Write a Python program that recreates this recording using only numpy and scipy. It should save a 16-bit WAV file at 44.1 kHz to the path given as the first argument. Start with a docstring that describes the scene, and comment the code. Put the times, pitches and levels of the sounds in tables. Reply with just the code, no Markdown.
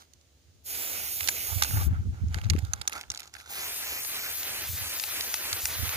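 """An aerosol can hisses over a bent metal piece on a plank outdoors, stops, and sprays again from a new side.
The hiss is shaped noise at the nozzle; a second, lower noise is the jet rushing on the piece.
The mixing ball strikes ringing modes of the can wall, and bending sines make the paint glug.
Crumbling noise is the painter stepping round on dry soil, mostly between the passes.
Wind bumps the two microphones of a hand-held camera, over a faint open-air background."""
import sys
import numpy as np
from scipy import signal
from scipy.fft import rfft, irfft, next_fast_len
from scipy.io import wavfile
from scipy.ndimage import uniform_filter1d, map_coordinates

SR = 44100
rng = np.random.default_rng(int(sys.argv[2]) if len(sys.argv) > 2 else 0)


def int16_out(signal):
    """Quantize to a 16-bit WAV file."""
    q = np.round(np.clip(np.atleast_2d(signal).T, -1, 1) * 32767)
    wavfile.write(sys.argv[1], SR, q.astype(np.int16))


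N = 262836

# Colour of the nozzle hiss. Each row: frequency in Hz, relative density in dB per Hz.
NOZZLE_COLOUR = [(1500, -23), (3000, -11.5), (5000, -3.5), (8000, 0.5), (10500, 1.5), (12000, 3),
                 (14000, 3), (15300, 3.5)]
# Colour of the jet on the piece, one list for each pass. Each row: frequency in Hz, relative density in dB per Hz.
SPLASH_COLOURS = [
    [(150, -20), (400, -10.5), (800, -10), (1000, -16), (1400, -8), (1800, -11), (2250, -4), (2800, -7.5),
     (3300, -13), (6000, -9.5), (9000, -13.5)],
    [(150, -15.5), (350, -5), (800, -2.5), (1050, -4), (1400, -0.5), (2500, 3), (2900, -2), (4500, -0.5),
     (6500, -4), (9000, -27.5)],
]
# The camera body shades the nozzle's treble, one list for each pass. Each row: frequency in Hz, L-R in dB.
CAMERA_SHADE = [
    [(3000, 3.5), (9000, 0), (11500, -3.5), (13200, -7), (15200, -3)],
    [(3000, 2.5), (10500, -2), (12500, 3), (14000, 1), (15300, -6)],
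]
# The valve is held open. Each row: opens in seconds, shuts in seconds, nozzle level in dB at first and at last,
# level of the jet on the piece in dB at first and at last, nozzle L-R in dB, jet L-R in dB.
PASSES = [(0.63, 1.861, -31.5, -32.5, -41, -40.5, -0.5, -6.5),
          (3.468, 6.198, -34, -31, -42.5, -39, 1.5, -2.5)]
# At each turn of the hand the jet leaves the piece and the can swings aside.
# Each row: time in seconds, half length in seconds, loss of the jet in dB, swing L-R in dB.
HAND_TURNS = [(1.165, 0.078, 8, -1.5), (1.52, 0.07, 5.5, -3.5), (1.743, 0.036, 6, -3.5),
              (3.766, 0.045, 4.5, 0.5), (4.053, 0.042, 7, 1), (4.38, 0.05, 7, 1), (4.718, 0.051, 9.5, 0),
              (5.031, 0.07, 7, 3.5), (5.346, 0.039, 6.5, 3.5), (5.652, 0.032, 10, 0)]
# The valve whistles as it shuts. Each row: time in seconds, pitch in Hz, peak level in dB.
VALVE_SQUEAK = [(1.893, 15600, -75), (1.9, 14000, -66), (1.91, 11500, -71), (1.922, 9300, -84)]
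# Where the can is at each end of a sweep or step. Each row: time in seconds, lag of the left microphone in ms.
LEFT_LAG = [(0, 0.43), (0.625, 0.313), (0.87, 0.275), (1.07, 0.324), (1.25, 0.269), (1.435, 0.319),
            (1.57, 0.272), (1.725, 0.319), (1.9, 0.274), (2.85, 0.27), (3.05, 0.13), (3.55, 0.192),
            (3.765, 0.088), (3.94, 0.168), (4.085, 0.086), (4.245, 0.154), (4.4, 0.048), (4.56, 0.111),
            (4.715, 0.004), (4.885, 0.122), (5.035, 0.026), (5.2, 0.122), (5.335, 0.04), (5.505, 0.113),
            (5.655, 0.008), (5.83, 0.086), (6.0, 0.036)]
# Stereo match before the lag. Each row: frequency in Hz, left-right likeness (1 is identical).
LIKENESS = [(100, 1), (600, 0.42), (1500, 0.84), (2300, 0.5), (3500, 0.98), (6000, 0.7), (8500, 1),
            (12000, 0.34), (15000, 0.55)]
# Blows of the mixing ball. Each row: time in seconds, level in dB over 5 ms of the modes at 3-5.3 kHz,
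# then in dB against it the modes under 1.7 kHz, at 1.7-3 kHz, at 5.3-8 kHz, above 8 kHz; last, L-R in dB.
BALL_KNOCKS = [(0.1354, -61.5, -23, -9, 6, -3, -10.5), (0.2123, -68.5, -11.0, -8, 4, -4, -8.0),
               (1.2061, -41, -2.5, 5, -11, -5, -5), (1.208, -39, -2.5, -1.5, 3, 3, -10.5),
               (1.231, -46, -2, 2, 7, 8, -2.0), (1.2414, -48, -7, -6.0, 3, 5.0, -16),
               (1.2751, -37.5, -14, -13, 0, 2, -20), (1.2856, -30, -10, -5, 0, -4, -13),
               (1.2886, -30.5, 2, 1, 5, 5, -2.5), (1.2928, -50, -15, -13, 12, 8, 22),
               (1.6215, -33.5, 8.5, -3, -5, -14, -6), (1.624, -26, -18, -4, 2, 2.5, -5),
               (1.635, -30.5, -11, -6, 6, 2, -5), (1.6383, -39, -15.0, -2, 8, -4, -2),
               (1.6463, -36, 1, -8, -6, 5, -3), (1.709, -58, 17.5, 0, 0, 0, -8),
               (1.742, -63, 12, 0, 0, 0, -6), (1.771, -55.5, 21, 2, 0, 0, 2),
               (1.794, -68, 21, -5, -2, 0, -14), (2.2838, -68.5, 2, -3, 11, -6.0, 11),
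               (2.344, -38, -2, -1.5, -1, -6, -4.5), (2.3854, -52.5, 6, 2, 0, -9, -13),
               (2.4149, -51, -4, 2.5, -1, -5, -8), (2.441, -53.5, -17, 4, 0, -12, -9),
               (2.4455, -48, -8.0, -7, -3.0, -15, -2), (2.455, -59, -12, 2, -4, -12, -11),
               (2.4996, -27, -21, -10, 1.5, -6, -9.5), (2.5038, -42.5, -15, 1, 5, -4, -21.5),
               (2.535, -49.5, 5, 2, -5, 1, -10), (2.563, -59.5, 5, 7.5, -1, -1, -16),
               (2.5845, -50, 2, -5, -7.0, -12.0, -6.0), (2.589, -48.5, -13, -0.5, 5.5, 1.5, -12),
               (2.65, -51.5, -15, -16, -1.0, -3, -14), (2.7346, -37.5, -1.5, -8, 11, 1.5, -12),
               (2.7601, -56.0, -17, -19.0, -3.0, -2, -5.0), (2.8136, -42.5, -2, -5, -4.0, -2, -4),
               (2.8158, -37.5, -10, -12, -1, -3, -9.5), (2.8765, -32, -9, -8, 7.5, 1.5, -9),
               (2.8779, -40.5, -3, -8, 12.5, -4.0, 8), (2.896, -51.0, 2, -1, 0, 8, -8.0),
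               (2.92, -51, -12, -5, 2, 4, -3), (2.925, -49, 1, 11, -7.0, 0, -1),
               (2.931, -43.5, -13.0, -12, 4, 1, -8), (3.0115, -42, -15, -2, 1.5, -2, -2),
               (3.031, -57, -14, -6, -1, -8, 9), (3.037, -70, 20, 19, -5.0, -5.0, -3),
               (3.081, -76, 10, 8, -2, -5, -3), (3.102, -38.5, -9, -15, 11, -6, -6),
               (3.115, -60, 5, 5, -8, -8, 8), (3.1172, -39.5, -16, -9, 1, -4, -4),
               (3.1395, -51, 2, -7, -7, 0, -7), (3.148, -43, -21, -22, 3.5, -6, -4),
               (3.1588, -49, -3, -4, 0, -6, -2), (3.1746, -39, -23, -12, 1, -6, -3),
               (3.1908, -51, -9, -1, -14.0, -8.0, -1), (3.196, -47.0, -19, -4, -1, 0, -11),
               (3.2034, -45.5, -24, -6, 3, 4, -4), (3.2188, -55, -1, -5, -4, -6, -12),
               (3.231, -49.5, -20, -4, 1, -9.0, 1), (3.2384, -56, -11, -6, 2, -8, 0),
               (3.2475, -58, -3, -5, -3, -6, -1), (3.2753, -54, -16.0, -8, 4, -11.0, 4),
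               (3.339, -51.5, -7.5, -1, 10.5, 0, -4), (3.3514, -58, 9, 0.5, -11, -8.0, -16),
               (3.366, -58.5, 5, 2, -8.0, 0.0, 16), (3.401, -57, -4, -2, -2, -5.0, 18),
               (3.41, -59, -16, 6, -5, 5, -6), (4.0484, -40.5, -6, -7, 0, -5, -7),
               (4.4309, -37, -11, -12, -1, -15, 0.0), (4.9977, -32.5, -20, -7.5, -0.5, -3, 4),
               (5.0377, -33.5, -11, -2, -5, 2, -1), (5.2085, -29.5, -32, -9, -4.5, -7, 2.5),
               (5.3411, -30.5, -5, -3, 3, 3, 1), (5.529, -28.5, -14, -9, 1.5, -5, -2),
               (5.6552, -31, -8.5, -2, 6.5, 1.5, 0.0), (5.8919, -37, -6.5, -1, 2.5, -11, 0.0)]
# Modes of the paint-damped can wall, in the groups above. Each row: centre in Hz, width in Hz, relative level in dB.
CAN_MODES = [
    [(3900, 1340, 1), (5090, 800, 2)],
    [(850, 79, 2), (1246, 113, 2), (1610, 410, 3)],
    [(2035, 320, 6), (2680, 650, 7)],
    [(5580, 280, 4), (6970, 1240, 3.5)],
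    [(9840, 1600, -1.5), (12700, 1400, -5.5), (13600, 4500, -15)],
]
# Paint bubbles in the tipping can. Each row: start in seconds, length in seconds, first, middle and last pitch
# in Hz, level in dB at the middle.
PAINT_GLUGS = [(1.51, .03, 1230, 1330, 1240, -55), (1.768, .062, 1400, 1130, 1320, -50),
               (1.95, .035, 1330, 1300, 1340, -62)]
# A sole shifts on the soil. Each row: start in seconds, length in seconds, low level in dB, grit level in dB.
SOLE_SCUFFS = [(0, 0.021, -65, -58.5), (1.495, .035, -47, -80), (1.732, 0.11, -46.5, -80),
               (1.88, 0.093, -54, -75), (2.004, 0.051, -68.5, -84), (2.142, 0.12, -61, -86),
               (2.326, 0.063, -49.5, -54.5), (2.434, 0.059, -56, -62), (2.509, 0.16, -56.5, -59.5),
               (2.723, 0.12, -54.5, -62), (2.934, 0.017, -40.5, -46), (2.966, 0.012, -43, -47),
               (3.002, 0.005, -69, -64), (3.026, 0.014, -68, -73), (3.11, 0.17, -61, -59.5),
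               (3.345, 0.028, -58.5, -55), (3.387, 0.04, -60.5, -55.5), (3.46, 0.035, -57, -59),
               (3.489, 0.15, -52.5, -50)]
# Colour of the low band of a scuff. Each row: frequency in Hz, relative density in dB per Hz.
SOLE_COLOUR = [(150, -22), (350, -12), (600, -11), (810, -1), (1030, -10), (1380, 0), (1600, -3),
               (1850, -13), (2150, -8), (2600, -15), (4000, -27)]
# The breeze on the ports. Each row: time in seconds, buffet level in dB, L-R in dB.
BREEZE = [(0, -66, -1), (.3, -68, -1), (.85, -60, -1), (1.4, -58, 0.5), (1.55, -56, -31), (1.66, -40, -10),
          (1.72, -37, -7), (1.8, -34.5, -6), (1.85, -33.5, 8), (1.95, -35, -2), (2.1, -41, -6),
          (2.18, -48.5, -6), (2.28, -34, -6), (2.42, -40, 3), (2.55, -32, -5), (2.68, -42, 0),
          (2.88, -63.5, 1), (3.25, -65, -2), (4.55, -60.5, 2.5), (4.72, -45, -7), (4.95, -61, -2),
          (5.45, -62, 0), (5.72, -53.5, -13), (5.8, -53, -23), (5.96, -58, -12)]
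# Colour of the buffeting. Each row: frequency in Hz, relative density in dB per Hz.
RUMBLE_COLOUR = [(20, -49), (40, -2), (60, -2.5), (72, 14), (90, 6.5), (115, -3.5), (150, -2), (220, -60)]
# Colour of the wind's flutter. Each row: frequency in Hz, relative density in dB per Hz.
FLUTTER_COLOUR = [(90, -41), (140, 7), (260, -3), (400, -14.5), (700, -34), (1200, -58)]
# Eddies on the ports. Each row: time in seconds, rumble level in dB, L-R in dB, slap against the rumble in dB.
EDDY_BUMPS = [(1.229, -46, -3, -38), (1.527, -40, -19, -30), (1.566, -34.5, -20, -30), (1.612, -40, 0, -30),
              (1.7, -40, -22, -28), (1.745, -26.5, 7, -27), (1.773, -24, -3, -23), (1.789, -32, 2, -32),
              (1.816, -28.5, 5, -27), (1.846, -45, 8, -30), (1.874, -28, 20, -16), (1.891, -36, -14, -30),
              (1.911, -30, 12.5, -31), (1.932, -32.5, -19, -28), (1.949, -36, 12, -30),
              (1.973, -31.5, -10, -30), (2.002, -30, 7, -33), (2.022, -38.5, -19, -30),
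              (2.063, -32, -11, -18), (2.095, -27, 1, -35), (2.132, -37.5, 8, -30), (2.18, -41, -2, -34),
              (2.221, -38, -21, -20), (2.238, -32, 13, -14), (2.269, -35.5, -10, -30),
              (2.307, -41, 14, -20), (2.369, -34, 16, -4), (2.421, -40, -12, -30), (2.46, -29.5, 17, -28),
              (2.5, -31, 5, -30), (2.511, -30.5, -11, -28), (2.525, -32, 19, -2), (2.553, -30.5, 14.5, 8),
              (2.58, -33.5, -12, 2), (2.635, -32.5, -17, -28), (2.697, -41.5, 22, -32),
              (2.743, -45, -16, -30), (2.806, -50, -18, -30), (2.97, -57, 6, -30), (3.104, -54.5, 20, -30),
              (4.698, -45, -16, -30), (4.741, -46.5, 18.5, -33), (4.815, -46.5, -17, -30),
              (5.536, -53.5, -29, -30), (5.642, -47, -16, -30), (5.771, -52, -32, -30),
              (5.799, -48, -32, -30), (5.832, -42, -32, -7), (5.877, -57.5, -44.5, -30),
              (5.96, -45.5, -20, -28)]
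# The range from which each bump draws its pace: slowest in Hz, fastest in Hz.
BUMP_PACE_HZ = (68.7, 100.3)
# The open-air background. Each row: time in seconds, level in dB.
AIR_LEVEL = [(0, -66.5), (.6, -67), (1.9, -61.5), (2.25, -60.5), (3.07, -61.5), (3.3, -67), (5.96, -60)]
# Colour of the open air. Each row: frequency in Hz, relative density in dB per Hz.
AIR_COLOUR = [(100, -6), (250, 8), (600, 2.5), (1000, -5.5), (3000, -3.5), (4500, 0), (7000, 1.5),
              (10000, -6), (13000, -14), (15500, -4)]
# Resonance of the microphone ports. Each row: frequency in Hz, gain in dB.
PORT_GAIN = [(2400, 2.5), (3000, 3.5), (3600, 3), (5500, -0.5), (6800, 2), (7400, -4.5), (9000, -3),
             (11000, 0)]

OPEN_S, SHUT_S = 0.035, 0.033  # valve travel
BUILD_S, BUILD_DB = 0.031, 15.5  # pressure builds up as the valve opens
SAG_S, SAG_DB = 0.033, 6.5  # pressure sags as the finger lifts
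JET_BUILDS = 2.5  # the jet feels a change of pressure this many times more than the nozzle, in dB
TURN_NEAR_DB, JET_SWING = 1.5, 0.25  # nozzle gain at a turn, share of the swing in the jet
TOUCH_S = 0.0004  # the ball takes about this long to press into the paint
RATTLE_DB, RATTLE_S = -24, 0.014  # the chatter common to both sides: first level, and time to fall 60 dB
SIDE_CHATTER = 1.6  # chatter of each side alone, times the common part
MODE_SCATTER_DB, MODE_SCATTER_HZ_SHARE = 2, .03  # each knock finds the paint lying elsewhere
STEP_RISE_DB_S, STEP_FALL_DB_S = 697, 403  # dB per second
BUMP_RISE_S, BUMP_FALL_S = 0.01, 0.019
LOW_CUT_HZ, TOP_HZ = 35, 15480


def amp(db):
    """dB to gain."""
    return 10 ** (np.asarray(db) / 20)


def unit(x):
    """Scaled to rms 1."""
    return x / np.sqrt(np.mean(x ** 2) + 1e-20)


def along(points, hz):
    """Read a (Hz, value) curve on a log frequency axis."""
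    f, v = np.transpose(points)
    return np.interp(np.log(hz + 1), np.log(f + 1), v)


def curves(rows):
    """One value per sample for each column after the time."""
    s, *cols = np.transpose(rows)
    return [np.interp(np.arange(N) / SR, s, c) for c in cols]


def sounding(rows, fade):
    """1 inside the time span of a table, fading to 0 at its ends."""
    t = np.arange(N) / SR
    return np.clip(np.minimum(t - rows[0][0], rows[-1][0] + fade - t) / fade, 0, 1)


def sides(pan_db):
    """Left and right gains for a given L-R in dB."""
    return amp(np.array([pan_db, -pan_db]) / 2)


def wobble(rate):
    """A smooth random curve, rate knots a second."""
    knots = rng.standard_normal(int(N * rate / SR) + 4)
    return map_coordinates(knots, [np.arange(N) * rate / SR])


def filtered(x, response):
    """x shaped by a response of frequency."""
    m = next_fast_len(N + SR // 2)
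    return irfft(rfft(x, m) * response(np.fft.rfftfreq(m, 1 / SR)), m)[..., :N]


def pair(x, likeness):
    """Two unrelated signals mixed into a left and a right of the given likeness."""
    def mid_side_gains(hz):
        turn = np.arccos(np.clip(along(likeness, hz), -1, 1)) / 2
        return np.array([np.cos(turn), np.sin(turn)])

    mid, side = filtered(x, mid_side_gains)
    return np.array([mid + side, mid - side])


def rush(spectrum, likeness, patchy_db):
    """Stereo noise of rms 1 with patches of random gain in time and frequency."""
    z = signal.stft(rng.standard_normal((2, N)), nperseg=512)[2]
    field = uniform_filter1d(rng.standard_normal(z.shape[1:]), 6, 0)
    field = uniform_filter1d(field, 10, 1)
    noise = signal.istft(z * amp(patchy_db * unit(field)), nperseg=512)[1][:, :N]
    coloured = filtered(noise, lambda hz: amp(along(spectrum, hz)))
    return unit(pair(coloured, likeness))


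def spray():
    """Gas hisses at the nozzle, the jet rushes where it meets the piece, and paint droplets make both sputter."""
    t = np.arange(N) / SR
    sputter = amp(0.5 * wobble(300))
    nozzle = sputter * amp(.5 * wobble(7)) * rush(NOZZLE_COLOUR, LIKENESS, patchy_db=1.8)
    nozzle = off_plank(nozzle, ms=.7, drift_ms=.07, share=.16)
    turning = [np.exp(-((t - s) / half) ** 2) for s, half, loss_db, swing_db in HAND_TURNS]
    lost_db, swing_db = np.transpose(HAND_TURNS)[2:] @ turning
    near_db = TURN_NEAR_DB * sum(turning)
    out = 0
    for spray_pass, shade, colour in zip(PASSES, CAMERA_SHADE, SPLASH_COLOURS):
        opens, shuts, *ends_db, nozzle_pan, splash_pan = spray_pass
        valve = np.clip(np.minimum((t - opens) / OPEN_S, 1 + (shuts - t) / SHUT_S), 0, 1) ** 2
        pressure_db = -BUILD_DB * np.exp(-np.abs(t - opens) / BUILD_S)
        pressure_db = pressure_db - SAG_DB * np.exp(-np.abs(t - shuts) / SAG_S)
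        nozzle_db = pressure_db + np.interp(t, [opens, shuts], ends_db[:2])
        splash_db = JET_BUILDS * pressure_db + np.interp(t, [opens, shuts], ends_db[2:])

        shaded = filtered(nozzle, lambda hz: sides(along(shade, hz)))
        hiss = amp(nozzle_db + near_db) * sides(nozzle_pan + swing_db) * shaded
        patter = sputter * amp(1.0 * wobble(60) + .6 * wobble(9))
        splash = patter * rush(colour, LIKENESS, patchy_db=1.2)
        splash = amp(splash_db - lost_db) * sides(splash_pan + JET_SWING * swing_db) * splash
        out = out + valve * (hiss + splash)
    return out


def off_plank(x, ms, drift_ms, share):
    """The plank returns a copy; as the hand moves, its delay drifts and combs wander through the hiss."""
    hz, t, z = signal.stft(x, SR, nperseg=512)
    frames = np.clip(t * SR, 0, N - 1).astype(int)
    delay = np.array([ms + drift_ms * wobble(3.3) for channel in x])[:, frames] / 1000
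    reflected = share * np.minimum(hz[:, None] / 9000, 1)  # the treble bounces best
    comb = 1 + reflected * np.exp(-2j * np.pi * hz[:, None] * delay[:, None])
    return signal.istft(z * comb, SR, nperseg=512)[1][:, :N]


def squeak():
    """The last gas of the first pass leaves the closing valve in a faint falling whistle."""
    hz, db = curves(VALVE_SQUEAK)
    whistle = np.sin(2 * np.pi * np.cumsum(hz) / SR)
    return sounding(VALVE_SQUEAK, fade=.003) * amp(db) * whistle * sides(-1)[:, None]


def wall_ring(crack, modes, f, t):
    """A blow rings one group of damped wall modes, each a resonance slightly moved by the paint."""
    wall = 0
    for k, (centre, width, level) in enumerate(modes):
        c = centre * rng.normal(1, MODE_SCATTER_HZ_SHARE)
        gain = amp(level + rng.normal(0, MODE_SCATTER_DB))
        wall = wall + (-1) ** k * gain * 1j * f * width / (c * c - f * f + 1j * f * width)
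    below, above = np.minimum(f / modes[0][0], 1), np.minimum(modes[-1][0] / (f + 1), 1)
    touch = 1 - np.exp(-t / TOUCH_S)
    fade = np.cos(np.pi / 2 * t / t[-1])
    ring = irfft(crack * wall * below * above) * touch * fade
    # each side carries the energy of rms 1 over 5 ms
    return ring / np.linalg.norm(ring, axis=1, keepdims=True) * np.sqrt(SR / 200)


def knocks():
    """The mixing ball knocks the can wall: one sharp blow and a short chatter ring the damped modes."""
    out, t = np.zeros((2, N + SR)), np.arange(2048) / SR
    f = np.fft.rfftfreq(len(t), 1 / SR)
    for s, db, *against_db, pan in BALL_KNOCKS:
        both, left, right = rng.standard_normal((3, len(t))) * amp(RATTLE_DB - 60 * t / RATTLE_S)
        # each microphone hears the can from its own side
        crack = rfft((t == 0) + both + SIDE_CHATTER * np.array([left, right]))
        at = round(s * SR)
        for modes, group_db in zip(CAN_MODES, [0, *against_db]):
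            ring = wall_ring(crack, modes, f, t)
            out[:, at:at + len(t)] += amp(db + group_db) * sides(pan)[:, None] * ring
    return out[:, :N]


def glugs():
    """Paint bubbles in the tipping can are short sines that swell, bend and fade."""
    out = np.zeros(N)
    for s, length, *bend_hz, db in PAINT_GLUGS:
        u = np.linspace(0, 1, round(length * SR))
        hz = np.polyval(np.polyfit([0, .5, 1], bend_hz, 2), u)
        swell = np.sqrt(2 * np.sin(np.pi * u))
        out[round(s * SR):][:len(u)] += amp(db) * swell * np.sin(2 * np.pi * np.cumsum(hz) / SR)
    return sides(-6)[:, None] * out


def scuff():
    """Soil crumbles under the sole: lumpy noise in a low and a gritty band."""
    t = np.arange(N) / SR
    weight = []
    for s, length, *db in SOLE_SCUFFS:
        rise_db = STEP_RISE_DB_S * np.maximum(s - t, 0)
        fall_db = STEP_FALL_DB_S * np.maximum(t - s - length, 0)
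        weight.append(amp(-rise_db - fall_db))
    low_gain, grit_gain = amp(np.transpose(SOLE_SCUFFS)[2:]) @ weight
    grains = amp(3.5 * wobble(400) + 1.3 * wobble(60))
    low = rush(SOLE_COLOUR, LIKENESS, patchy_db=2)
    grit_colour = [(1800, -20), (3500, 0), (7000, 0), (10000, -5), (16000, -12)]  # Hz, relative dB per Hz
    grit = rush(grit_colour, LIKENESS, patchy_db=1.2)
    return sides(-4.5)[:, None] * (low_gain * unit(grains * low) + grit_gain * unit(grains * grit))


def placed(x):
    """The sound reaches the right microphone first: a phase ramp, half on each side, swings with the hand."""
    hz, t, z = signal.stft(x, SR, nperseg=512, noverlap=384)
    s, ms = np.transpose(LEFT_LAG)
    rows = np.arange(len(s))
    sweep, part = np.divmod(np.interp(t, s, rows), 1)
    eased = (1 - np.cos(np.pi * part)) / 2
    lag_ms = np.interp(sweep + eased, rows, ms)
    turn = np.exp(-1j * np.pi * hz[:, None] * lag_ms / 1000)
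    return signal.istft(z * [turn, turn.conj()], SR, nperseg=512, noverlap=384)[1][:, :N]


def eddy_bumps():
    """An eddy pushes the ports unequally into a few low swings, and may slap; returns bumps and their swells."""
    bumps, swells = np.zeros((2, N + SR)), np.zeros((2, N + SR))
    u = np.arange(-2000, 4000) / SR
    slap = np.exp(-(u / 0.0014) ** 2) * np.cos(2 * np.pi * 200 * u)  # a short soft push
    swell = np.exp(-(u / np.where(u < 0, BUMP_RISE_S, BUMP_FALL_S)) ** 2)
    for s, db, pan, slap_db in EDDY_BUMPS:
        pace_hz = rng.uniform(*BUMP_PACE_HZ)
        start = rng.uniform(size=(2, 1))  # each port begins anywhere in the cycle
        swing = np.sqrt(2) * np.cos(2 * np.pi * (pace_hz * u + start))
        gain = amp(db) * sides(pan)[:, None]
        at = round(s * SR) - np.sum(u < 0)
        bumps[:, at:][:, :len(u)] += gain * (swell * swing + amp(slap_db) * slap)
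        swells[:, at:][:, :len(u)] += gain * swell
    return bumps[:, :N], swells[:, :N]


def wind():
    """The breeze buffets each port with rumbling noise; eddies add bumps, and a flutter follows both."""
    breeze_db, pan = curves(BREEZE)
    breeze = amp(breeze_db + 1.5 * np.array([wobble(12), wobble(12)])) * sides(pan)
    bumps, swells = eddy_bumps()
    buffet = rush(RUMBLE_COLOUR, [(60, 0.9), (300, 0.14)], patchy_db=4.5)
    power = np.abs(uniform_filter1d(buffet ** 2, size=2600))
    buffet = unit(buffet / power ** .35)  # evens out its swells
    lumps = amp(2.7 * np.array([wobble(26.06), wobble(23.27)]))
    flutter = unit(lumps * rush(FLUTTER_COLOUR, [(60, 0.22), (300, 0.18)], patchy_db=3))
    return breeze * buffet + bumps + amp(-16.5) * np.hypot(breeze, swells) * flutter


def air():
    """A faint open-air hush of shaped noise, slowly changing in level and stronger on the right."""
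    hush = rush(AIR_COLOUR, [(100, .75), (300, .7), (1000, .1), (5000, .05)], patchy_db=.5)
    return amp(curves(AIR_LEVEL)[0]) * sides(-2.2)[:, None] * hush


def scene():
    """The painter's sounds set in place, with wind and open air around them."""
    painter = spray() + squeak() + knocks() + glugs() + scuff()
    return placed(painter) + wind() + air()


def record(dry):
    """The ports colour the treble, the microphones lose the deepest bass, and a steep slope ends the top."""
    coloured = filtered(dry, lambda hz: amp(along(PORT_GAIN, hz)) / (1 + (LOW_CUT_HZ / (hz + 1)) ** 4))
    # 1 dB down for every 3 Hz above the top, to 140 dB
    return filtered(coloured, lambda hz: amp(-np.clip((hz - TOP_HZ) / 3, 0, 140)))


dry = scene()
out = record(dry)
int16_out(out)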